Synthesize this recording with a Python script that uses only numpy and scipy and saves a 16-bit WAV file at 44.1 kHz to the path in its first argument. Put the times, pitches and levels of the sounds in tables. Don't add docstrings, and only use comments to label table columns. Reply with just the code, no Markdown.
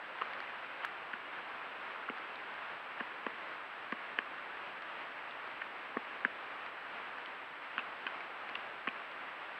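import sys
import numpy as np
from scipy import signal
from scipy.io import wavfile
from scipy.ndimage import uniform_filter1d

SR = 44100
rng = np.random.default_rng(int(sys.argv[2]) if len(sys.argv) > 2 else 0)


def voltage_ratio(level):
    return 10 ** (np.asarray(level, float) / 20)


def dump(signal):
    limited = np.clip(np.atleast_2d(signal).T, -1, 1)
    pcm = np.round(limited * 32767).astype(np.int16)
    wavfile.write(sys.argv[1], SR, pcm)


N = 422919


def evened(x):
    return x / np.sqrt(np.mean(x ** 2) + 1e-20)


def peaked(x):
    return x / (abs(x).max() + 1e-12)


def cut(x, hz, kind):
    return signal.sosfilt(signal.butter(4, hz, kind, fs=SR, output="sos"), x)


def ring(force, hz, t60):
    t = np.arange(len(force)) / SR
    mode = t * voltage_ratio(-60 * t / t60) * np.sin(2 * np.pi * hz * t)
    return peaked(signal.fftconvolve(force, mode)[:len(force)])


def place(mix, peak_s, hit):
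    start_s = peak_s - abs(hit).argmax() / SR
    part = mix[round(start_s * SR):][:len(hit)]
    part += hit[:len(part)]


def crush(crush_s, chance):
    u = np.arange(len(chance)) / SR / max(crush_s, .0002)
    main_break = np.zeros(len(u))
    main_break[abs(u - 2).argmin()] = 40
    snaps = chance ** 3 * np.exp(-(u - 2) ** 2)
    return cut(main_break + snaps, 600, "high")


def crack(wall_db, patch_db, patch_hz, splinter_db, crush_s):
    bare = crush(crush_s, rng.standard_normal(2000))
    force = cut(bare, 3300, "low")
    beak = ring(cut(bare, 5200, "low"), 4300, .0025)
    wall = ring(force, 1150, .008) + .3 * ring(force, 760, .009)
    patch = ring(force, patch_hz, .0064) - .27 * ring(force, 1.3 * patch_hz, .005)
    splinter = ring(force, 2500, .0045) - .71 * ring(force, 3000, .0042)

    sound = voltage_ratio(splinter_db - 24) * beak
    sound += voltage_ratio(wall_db) * peaked(wall)
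    sound += voltage_ratio(patch_db) * peaked(patch)
    sound += voltage_ratio(splinter_db) * peaked(splinter)
    return sound


def beak_blows(mix):
    # peak in seconds, log wall in dB, struck patch in dB, patch ring in Hz, splinters in dB.
    blow_rows = [(.2202, -23.5, -30, 1760, -31), (.8495, -35.5, -33.5, 1886, -39),
                 (1.138, -51, -26, 1510, -37), (2.091, -35.5, -29.5, 1327, -50),
                 (3.0088, -33.5, -30, 1590, -38.5), (3.266, -29, -27.5, 1590, -34.5),
                 (3.9272, -29, -30.5, 1703, -38), (4.1887, -29, -18, 1680, -22.5),
                 (5.6210, -36, -29.5, 1700, -38.5), (5.9712, -27.5, -26, 1790, -48),
                 (6.2500, -29.5, -14, 1627, -32), (7.781, -31, -21.5, 1410, -27.5),
                 (8.0688, -33.5, -37, 1555, -27), (8.5552, -39, -29, 2664, -44),
                 (8.875, -28.5, -26.5, 1617, -34)]
    for peak_s, wall_db, patch_db, patch_hz, splinter_db in blow_rows:
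        hardness_db = max(wall_db, patch_db, splinter_db) + 27
        crush_s = .0008 * np.exp(-.66 * hardness_db)
        place(mix, peak_s, crack(wall_db, patch_db, patch_hz, splinter_db, crush_s))


def further_cracks(mix):
    # peak in seconds, peak level in dB, patch ring in Hz, crush length in seconds.
    crack_rows = [(.215, -31, 1210, 0.0019), (.224, -38, 1220, 0.00098), (1.134, -32.5, 1530, 0.00089),
                  (1.1435, -39, 1500, .002), (2.0985, -31.5, 2160, .0005), (3.269, -35, 1980, .001),
                  (3.924, -30, 1740, 0.00096), (6.2548, -31, 1340, 0.00086), (7.792, -34, 2650, 0.0041),
                  (7.797, -35, 1220, 0.0028), (7.802, -41, 2730, 0.0053), (8.067, -26, 1570, 0.00065),
                  (8.077, -30, 1520, 0.0016), (8.878, -23.5, 1530, 0.0011), (8.8873, -29, 2400, .0006)]
    for peak_s, db, hz, crush_s in crack_rows:
        place(mix, peak_s, crack(db - 10.5, db, hz, db - 6, crush_s))


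def trunk_thuds(mix):
    # peak in seconds, lower mode in dB, upper mode in dB.
    thud_rows = [(.218, -67, -39.5), (1.139, -49.5, -55), (2.101, -41, -36.5), (3.010, -41, -41),
                 (3.268, -41, -32), (3.927, -37, -39), (4.190, -49, -37), (5.9705, -35, -29),
                 (6.2545, -38.5, -36.5), (7.783, -45.5, -51), (8.065, -55, -42), (8.879, -39.5, -37)]
    t = np.arange(4000) / SR
    push = cut(np.exp(-((t - .0025) / .00042) ** 2), 130, "high")
    lower, upper = ring(push, 241, .022), ring(push, 450, .0092)
    for peak_s, lower_db, upper_db in thud_rows:
        place(mix, peak_s, voltage_ratio(lower_db) * lower - voltage_ratio(upper_db) * upper)


def chip_ticks(mix):
    # onset in seconds, peak level in dB, ring in Hz, top end in dB against the ring.
    tick_rows = [(.3335, -35, 2100, -20), (.336, -35, 2000, -18), (.403, -29, 1700, -17),
                 (.495, -38, 1700, -22), (.8471, -21, 1650, -26), (.889, -38, 1800, -24),
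                 (1.349, -40, 1470, -25), (1.960, -30, 1250, -30), (2.037, -35, 1500, -30),
                 (2.174, -34, 1700, -26), (2.182, -36, 1610, -18), (2.357, -46, 3600, -8),
                 (2.513, -50, 3600, -12), (2.539, -46, 2500, -10), (3.913, -48, 2500, -10),
                 (3.922, -40, 1710, -12), (4.822, -40, 1810, -12), (5.309, -44, 3500, -22),
                 (5.475, -35, 1210, -22), (5.5135, -41, 2100, -25), (6.663, -33, 2000, -22),
                 (7.1835, -35, 1550, -20), (7.259, -39, 3000, -14), (8.206, -33, 2200, -20),
                 (8.490, -33, 2100, -24), (8.495, -39, 2400, -12), (8.554, -35, 2000, -13),
                 (9.115, -37, 1450, -20)]
    onset_to_peak_s = .0013
    for onset_s, db, hz, top_db in tick_rows:
        force = cut(crush(.0003, rng.standard_normal(1000)), 5400, "low")
        top = voltage_ratio(7) * ring(force, 3100, .0025)
        top += .2 * ring(force, 5700, .002) - .6 * ring(force, 4500, .0025)
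        tick = voltage_ratio(db) * (ring(force, hz, .0039) + voltage_ratio(top_db) * top)
        place(mix, onset_s + onset_to_peak_s, tick)


def forest_tail(x):
    t = np.arange(8000) / SR
    sign = rng.choice([-1., 1.], len(t))
    sparse = rng.random(len(t)) < .05
    taps = sign * sparse * voltage_ratio(-60 * t / .051) * (t > .004)
    return signal.oaconvolve(x, taps / np.linalg.norm(taps))[:N]


def noise(curve, patchy_db, swell_db):
    frames, hz = N // 256 + 5, np.fft.rfftfreq(1024, 1 / SR)
    real, imag, patches = rng.standard_normal((frames, 513, 3)).T
    patches = uniform_filter1d(patches, size=12, axis=0)
    patches = evened(uniform_filter1d(patches, size=10, axis=1))
    swell = evened(uniform_filter1d(rng.standard_normal(frames), size=30))
    curve_hz, curve_db = np.transpose(curve)
    tone_db = np.interp(np.log(hz + 1), np.log(curve_hz + 1), curve_db)
    spectra = (real + 1j * imag) * voltage_ratio(tone_db[:, None] + patchy_db * patches + swell_db * swell)
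    return evened(signal.istft(spectra, nperseg=1024, noverlap=768)[1][:N])


def water_hiss():
    # frequency in Hz, density in dB per Hz.
    hiss_curve = [(15, -63), (25, -32), (129, -20.5), (250, -11.5), (601, -4), (1100, 0), (1570, 0),
                  (2000, -3), (2730, -6.5), (3500, -16.5), (5000, -33), (6500, -47.5), (8000, -60),
                  (12000, -96)]
    return voltage_ratio(-45.5) * noise(hiss_curve, patchy_db=.33, swell_db=.7)


def sensor_whine():
    t = np.arange(N) / SR
    field_sign = np.sign(np.sin(2 * np.pi * 29.75 * t))
    whine = voltage_ratio(-85.5) * np.sin(2 * np.pi * 7796.25 * t) * field_sign
    return whine + voltage_ratio(-103) * np.sin(2 * np.pi * 15592.4 * t)


def converter_noise():
    # frequency in Hz, density in dB.
    converter_curve = [(3000, -135), (6000, -116), (9000, -116), (11000, -115), (11700, -112),
                       (12500, -115), (16000, -116)]
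    return voltage_ratio(-86.2) * noise(converter_curve, patchy_db=0, swell_db=0)


def scene():
    bird = np.zeros(N)
    beak_blows(bird)
    further_cracks(bird)
    trunk_thuds(bird)
    chip_ticks(bird)
    return (bird + voltage_ratio(-21) * forest_tail(bird) + water_hiss())[None]


def top_cut(x):
    return signal.sosfilt(signal.butter(12, 15750, fs=SR, output="sos"), x)


def record(dry):
    mix = dry + sensor_whine() + converter_noise()
    return top_cut(mix)


dry = scene()
out = record(dry)
dump(out)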